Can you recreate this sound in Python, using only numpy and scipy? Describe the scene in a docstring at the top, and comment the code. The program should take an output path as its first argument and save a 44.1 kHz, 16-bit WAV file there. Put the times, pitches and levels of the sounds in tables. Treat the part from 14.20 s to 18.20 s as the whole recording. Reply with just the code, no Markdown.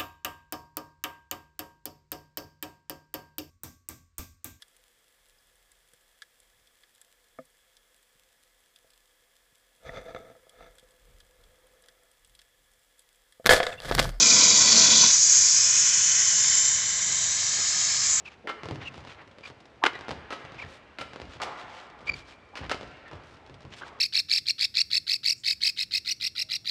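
"""A hopper gun sprays plaster onto the wall of an empty concrete pool, a few metres from one microphone.
For the first second air tears wet mix into a splutter at the nozzle; then the trigger is let go and
bare air hisses on, duller or brighter as the gun is swung aside. Close surfaces colour the jet and
the basin adds a short tail. A compressor drones far off, and two soft scuffs come near the end."""
import sys
import numpy as np
from scipy import signal
from scipy.fft import rfft, irfft
from scipy.io import wavfile
from scipy.ndimage import uniform_filter1d, minimum_filter1d

SR = 44100
rng = np.random.default_rng(int(sys.argv[2]) if len(sys.argv) > 2 else 0)


def dump(signal):
    """Clip the signal to [-1, 1] and save it as 16-bit WAV at the path in sys.argv[1]."""
    limited = np.clip(np.atleast_2d(signal).T, -1, 1)
    pcm = np.round(limited * 32767).astype(np.int16)
    wavfile.write(sys.argv[1], SR, pcm)


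N = 176400
T = np.arange(N) / SR
FREQS = np.fft.rfftfreq(N, 1 / SR)


def amp(db):
    """Decibels to gain."""
    return 10 ** (np.asarray(db) / 20)


def unit(x):
    """Scales to rms 1."""
    return x / np.sqrt(np.mean(x ** 2) + 1e-20)


def bell(x, centre, half_width):
    """A smooth bump of height 1, down to 1/e at half_width from its centre."""
    return np.exp(-((x - centre) / half_width) ** 2)


def colour(x, spectrum, rings=()):
    """Filters by a spectrum with resonances on top; rms 1."""
    hz, db = np.transpose(spectrum)
    slope_db = np.interp(np.log(FREQS + 1), np.log(hz), db)
    rings_db = sum(lift * bell(FREQS, pitch, width / 2) for pitch, width, lift in rings)
    return unit(irfft(rfft(x) * amp(slope_db + rings_db), N))


def turbulence(flutter_db, patch_s, patch_hz, grit, grains_per_s=2500, spread_db=2, calm_hz=1500):
    """Rushing noise with sand rattling in it, its level fluttering in short wide patches."""
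    grains = rng.standard_normal(N) * (rng.random(N) < grains_per_s / SR)
    grains *= amp(spread_db * np.minimum(rng.exponential(1, N), 4))
    hz, t, stream = signal.stft(rng.standard_normal(N) + grit * unit(grains), SR, nperseg=128)
    patches = bell(hz[:, None], hz, patch_hz) @ rng.standard_normal(stream.shape)
    patches = signal.lfilter([1], [1, -np.exp(-t[1] / patch_s)], patches)  # each lingers for patch_s
    depth_db = flutter_db * (1 - .5 * bell(hz[:, None], 0, calm_hz))  # the lows flutter less
    return signal.istft(stream * amp(depth_db * unit(patches)), SR, nperseg=128)[1][:N]


def beamed(jet, levels, bands_hz, trims_db):
    """A jet beams its treble, so overlapping bands swell and fade apart as the nozzle turns."""
    spectrum = rfft(jet)
    times, *curves_db = np.transpose(levels)
    heard = np.zeros(N)
    for share, db, trim_db in zip(np.eye(len(bands_hz)), curves_db[::-1], trims_db):
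        band = unit(irfft(spectrum * np.interp(FREQS, bands_hz, share), N))
        heard += band * amp(np.interp(T, times, db) + trim_db)
    return heard


def plaster_spray(shut_s=0.851, fall_db_per_s=141, bass_fall_db_per_s=375, bass_hz=700):
    """Air tears the wet mix into droplets until the trigger shuts; the low roar stops first."""
    # wet jet: f/Hz, relative level/dB
    spectrum = [(30, -51.5), (55, -30), (90, -14.5), (290, -9), (360, -22), (800, -20.5), (1800, -18.5),
                (2150, -14.5), (2800, -15.5), (3700, -7), (4100, -6.5), (5000, -4.5), (5750, -2),
                (6300, 1.5), (7400, -2.5), (7900, -18), (8250, -27.5), (8600, -47)]
    # hollow ring of gun and hopper while the mix flows: f/Hz, width/Hz, lift/dB
    rings = [(222.5, 25, 7), (477, 123, 9), (658, 104, 12), (1038, 214, 12.5), (1376, 78, 5),
             (1506, 130, 11), (1975, 210, 5.5), (2430, 215, 8), (3427, 110, 6.5), (4600, 170, 5),
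             (5310, 90, 5.5), (6060, 170, 3.5), (6970, 150, 6.5), (7640, 150, 3.5)]
    # course of the spray before trim: t/s, then level/dB of treble, upper middle, middle, body
    levels = [(0, -21, -24, -29.5, -31), (0.201, -21, -21, -30.5, -30.5), (.32, -21, -26.5, -29.5, -31.5),
              (.52, -20.5, -22, -32.5, -29.5), (.68, -21.5, -23.5, -29.5, -28.5),
              (.78, -20.5, -25, -24.5, -30.5), (.845, -21, -22.5, -27, -30)]
    # bands from body up to treble: f/Hz
    bands = [2780, 3550, 5270, 6520]
    # trim of those bands: gain/dB
    trims = [1, 1, 1, 1]
    splutter = turbulence(flutter_db=2, patch_s=0.0051, patch_hz=1500, grit=0.24)
    jet = beamed(colour(splutter, spectrum, rings), levels, bands, trims)
    bass = irfft(rfft(jet) * bell(FREQS, 0, bass_hz), N)
    since_shut = np.maximum(T - shut_s, 0)
    return (jet - bass) * amp(-fall_db_per_s * since_shut) + bass * amp(-bass_fall_db_per_s * since_shut)


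def whistles(jet):
    """Breathy whistles swell out of the hiss and hollows open in it, some gliding in pitch."""
    # whistles and hollows: t/s, half-span/s, f/Hz, glide/(Hz/s), half-width/Hz, lift/dB
    swells = [(.1, 0.29, 2400, -150, 130.5, 5), (.15, .15, 4950, -600, 248, 2.5),
              (.15, .28, 5660, -1.5, 129, -4), (.55, .14, 4340, -1500, 302, 5.5),
              (.79, .07, 3200, -2, 130, 3.5), (.82, 0.03, 6140, 300, 130, 9.5),
              (1.15, 0.18, 6400, 0.5, 350, 2), (2.35, 0.19, 7340, 447.5, 131, 6.5),
              (2.5, 0.44, 3040, -0.5, 148.6, 2.5), (2.649, .3, 2500, -1, 110, -5),
              (3.65, 0.33, 5350, -1, 170, 4), (3.7, .3, 5800, 0, 160, -4.5), (3.8, 0.32, 1170, 0.5, 129, 3)]
    hz, t, spectra = signal.stft(jet, SR, nperseg=1024)
    lift_db = sum(db * bell(t, when, span) * bell(hz[:, None], pitch + glide * (t - when), width)
                  for when, span, pitch, glide, width, db in swells)
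    return signal.istft(spectra * amp(lift_db), SR, nperseg=1024)[1][:N]


def reflections(jet, depth=1.18):
    """Each nearby surface adds a copy whose delay slides as the gun moves: a hollow, shifting comb."""
    # paths off wall, floor and hopper: t/s, half-span/s, delay/ms, drift/(ms/s), relative gain
    paths = [(0.2, 0.31, 0.717, 0.015, -0.041), (0.2, 0.33, 1.132, 0.072, -0.21),
             (0.4, 1.0, 2.748, 0.34, -0.1), (0.5, 4.2, 2.3, -0.0078, 0.13), (1.1, 0.47, 0.532, -0.15, -0.1),
             (1.7, 0.41, 0.362, -0.049, 0.19), (1.7, 0.57, 0.722, -0.14, 0.14),
             (2.0, 0.72, 2.7, -0.08, 0.12), (2.2, 1.3, 1.957, -0.048, 0.21), (2.3, 0.69, 0.18, 0.15, 0.026),
             (2.4, 0.72, 0.968, 0.025, 0.14), (2.5, 0.63, 1.343, -0.03, 0.14),
             (2.7, 1.2, 0.534, -0.08, 0.14), (2.9, 1.8, 1.05, -0.08, 0.11),
             (3.1, 0.17, 1.828, -0.08, 0.074), (3.401, 0.96, 0.24, 0.0031, 0.31),
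             (3.6, 0.37, 2.0, -0.05, -0.23), (3.599, 0.82, 2.352, 0.03, 0.1),
             (4.0, 0.5, 0.307, 0.05, -0.15)]
    hz, t, spectra = signal.stft(jet, SR, nperseg=2048)
    for when, span, delay_ms, drift, gain in paths:
        lag_s = (delay_ms + drift * (t - when)) / 1000
        strength = depth * gain * bell(t, when, span)
        spectra *= 1 + strength * np.exp(-2j * np.pi * hz[:, None] * lag_s)
    return signal.istft(spectra, SR, nperseg=2048)[1][:N]


def pool(jet, tail_db=-14, t60_s=.15, gap_s=.004):
    """The open concrete basin adds a short dense tail."""
    t = T[:SR // 2]
    tail = rng.standard_normal(len(t)) * (t > gap_s) * np.exp(-np.log(1000) * t / t60_s)
    return jet + amp(tail_db) * signal.fftconvolve(jet, tail / np.linalg.norm(tail))[:N]


def compressor(level_db=-50.5):
    """A low, even drone from far off."""
    # drone at the microphone: f/Hz, relative level/dB
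    spectrum = [(20, -33.5), (40, -21), (60, -6), (100, 1.5), (130, -2.5), (170, -2.5), (230, -12),
                (350, -15.5), (700, -13.5), (2000, -35.5)]
    return amp(level_db) * colour(rng.standard_normal(N), spectrum)


def bare_air(open_s=0.867, rise_s=0.019):
    """Once the mix stops, air alone rushes through the nozzle in a smoother hiss."""
    # air jet: f/Hz, relative level/dB
    spectrum = [(30, -67.5), (100, -43.5), (400, -37.5), (680, -28.5), (880, -30), (1050, -20.5),
                (1300, -21), (1600, -16), (2050, -13), (2400, -17.5), (2780, -19.5), (3050, -15.5),
                (3600, -17), (4500, -13.5), (5200, -9.5), (6000, -3), (6850, 0), (7350, -3.5),
                (7900, -15.5), (8250, -30), (8600, -47)]
    # fainter ring of the empty gun: f/Hz, width/Hz, lift/dB
    rings = [(665, 110, 5), (1053, 53, 4), (1610, 87, 3), (2400, 200, 6), (3030, 280, -0.5),
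             (3450, 76, 2.5), (5260, 200, 1), (6710, 110, -1)]
    # hiss as the gun swings, before trim: t/s, then level/dB of treble, upper middle, body
    levels = [(0.95, -22.5, -23, -38), (0.97, -23, -24, -41.5), (1.17, -20, -24, -38),
              (1.31, -22.5, -23, -40), (1.55, -21.5, -29.5, -37), (2.34, -25, -30.5, -37),
              (2.51, -23, -34.5, -38.5), (2.63, -28, -36.5, -38.5), (2.81, -27.5, -38, -39.5),
              (3.12, -25, -34.5, -38.5), (3.22, -28.5, -32.5, -39), (3.63, -26, -33, -38.5),
              (3.8, -27.5, -31, -39), (3.89, -23, -32, -39), (3.97, -23, -40, -40), (4.0, -24.5, -36, -38)]
    # bands from body up to treble: f/Hz
    bands = [3000, 5380, 6280]
    # trim of those bands: gain/dB
    trims = [3, -1, 1.5]
    hiss = turbulence(flutter_db=0.5, patch_s=0.0074, patch_hz=3000, grit=.22)
    fade_in = (1 + np.tanh((T - open_s) / rise_s)) / 2
    return beamed(colour(hiss, spectrum, rings), levels, bands, trims) * fade_in


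def scuffs():
    """Two brief dull rubs on the concrete."""
    # rubs: t/s, half-span/s, level/dB
    rubs = [(2.907, 0.036, -47.5), (3.397, 0.021, -43)]
    # rubbed concrete: f/Hz, relative level/dB
    spectrum = [(40, -28), (130, -2), (330, 1.5), (750, 0), (1200, -7), (2000, -2), (5000, -23)]
    envelope = sum(amp(db) * bell(T, when, span) for when, span, db in rubs)
    return colour(rng.standard_normal(N), spectrum) * envelope


def scene():
    """One microphone in the pool: the gun a few metres off, the distant compressor, the scuffs."""
    gun = whistles(plaster_spray() + bare_air())
    return (pool(reflections(gun)) + compressor() + scuffs())[None]


def record(dry, ceiling=.72, cutoff_hz=8600):
    """A quick limiter holds the rare peaks; then a steep low-pass takes off the top."""
    needed_gain = np.minimum(1, ceiling / (abs(dry) + 1e-9))
    smooth_gain = uniform_filter1d(minimum_filter1d(needed_gain, size=129), size=129)
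    low_pass = signal.firwin(511, cutoff_hz, window=("kaiser", 9), fs=SR)
    return signal.oaconvolve(dry * smooth_gain, low_pass[None], "same")


dry = scene()
out = record(dry)
dump(out)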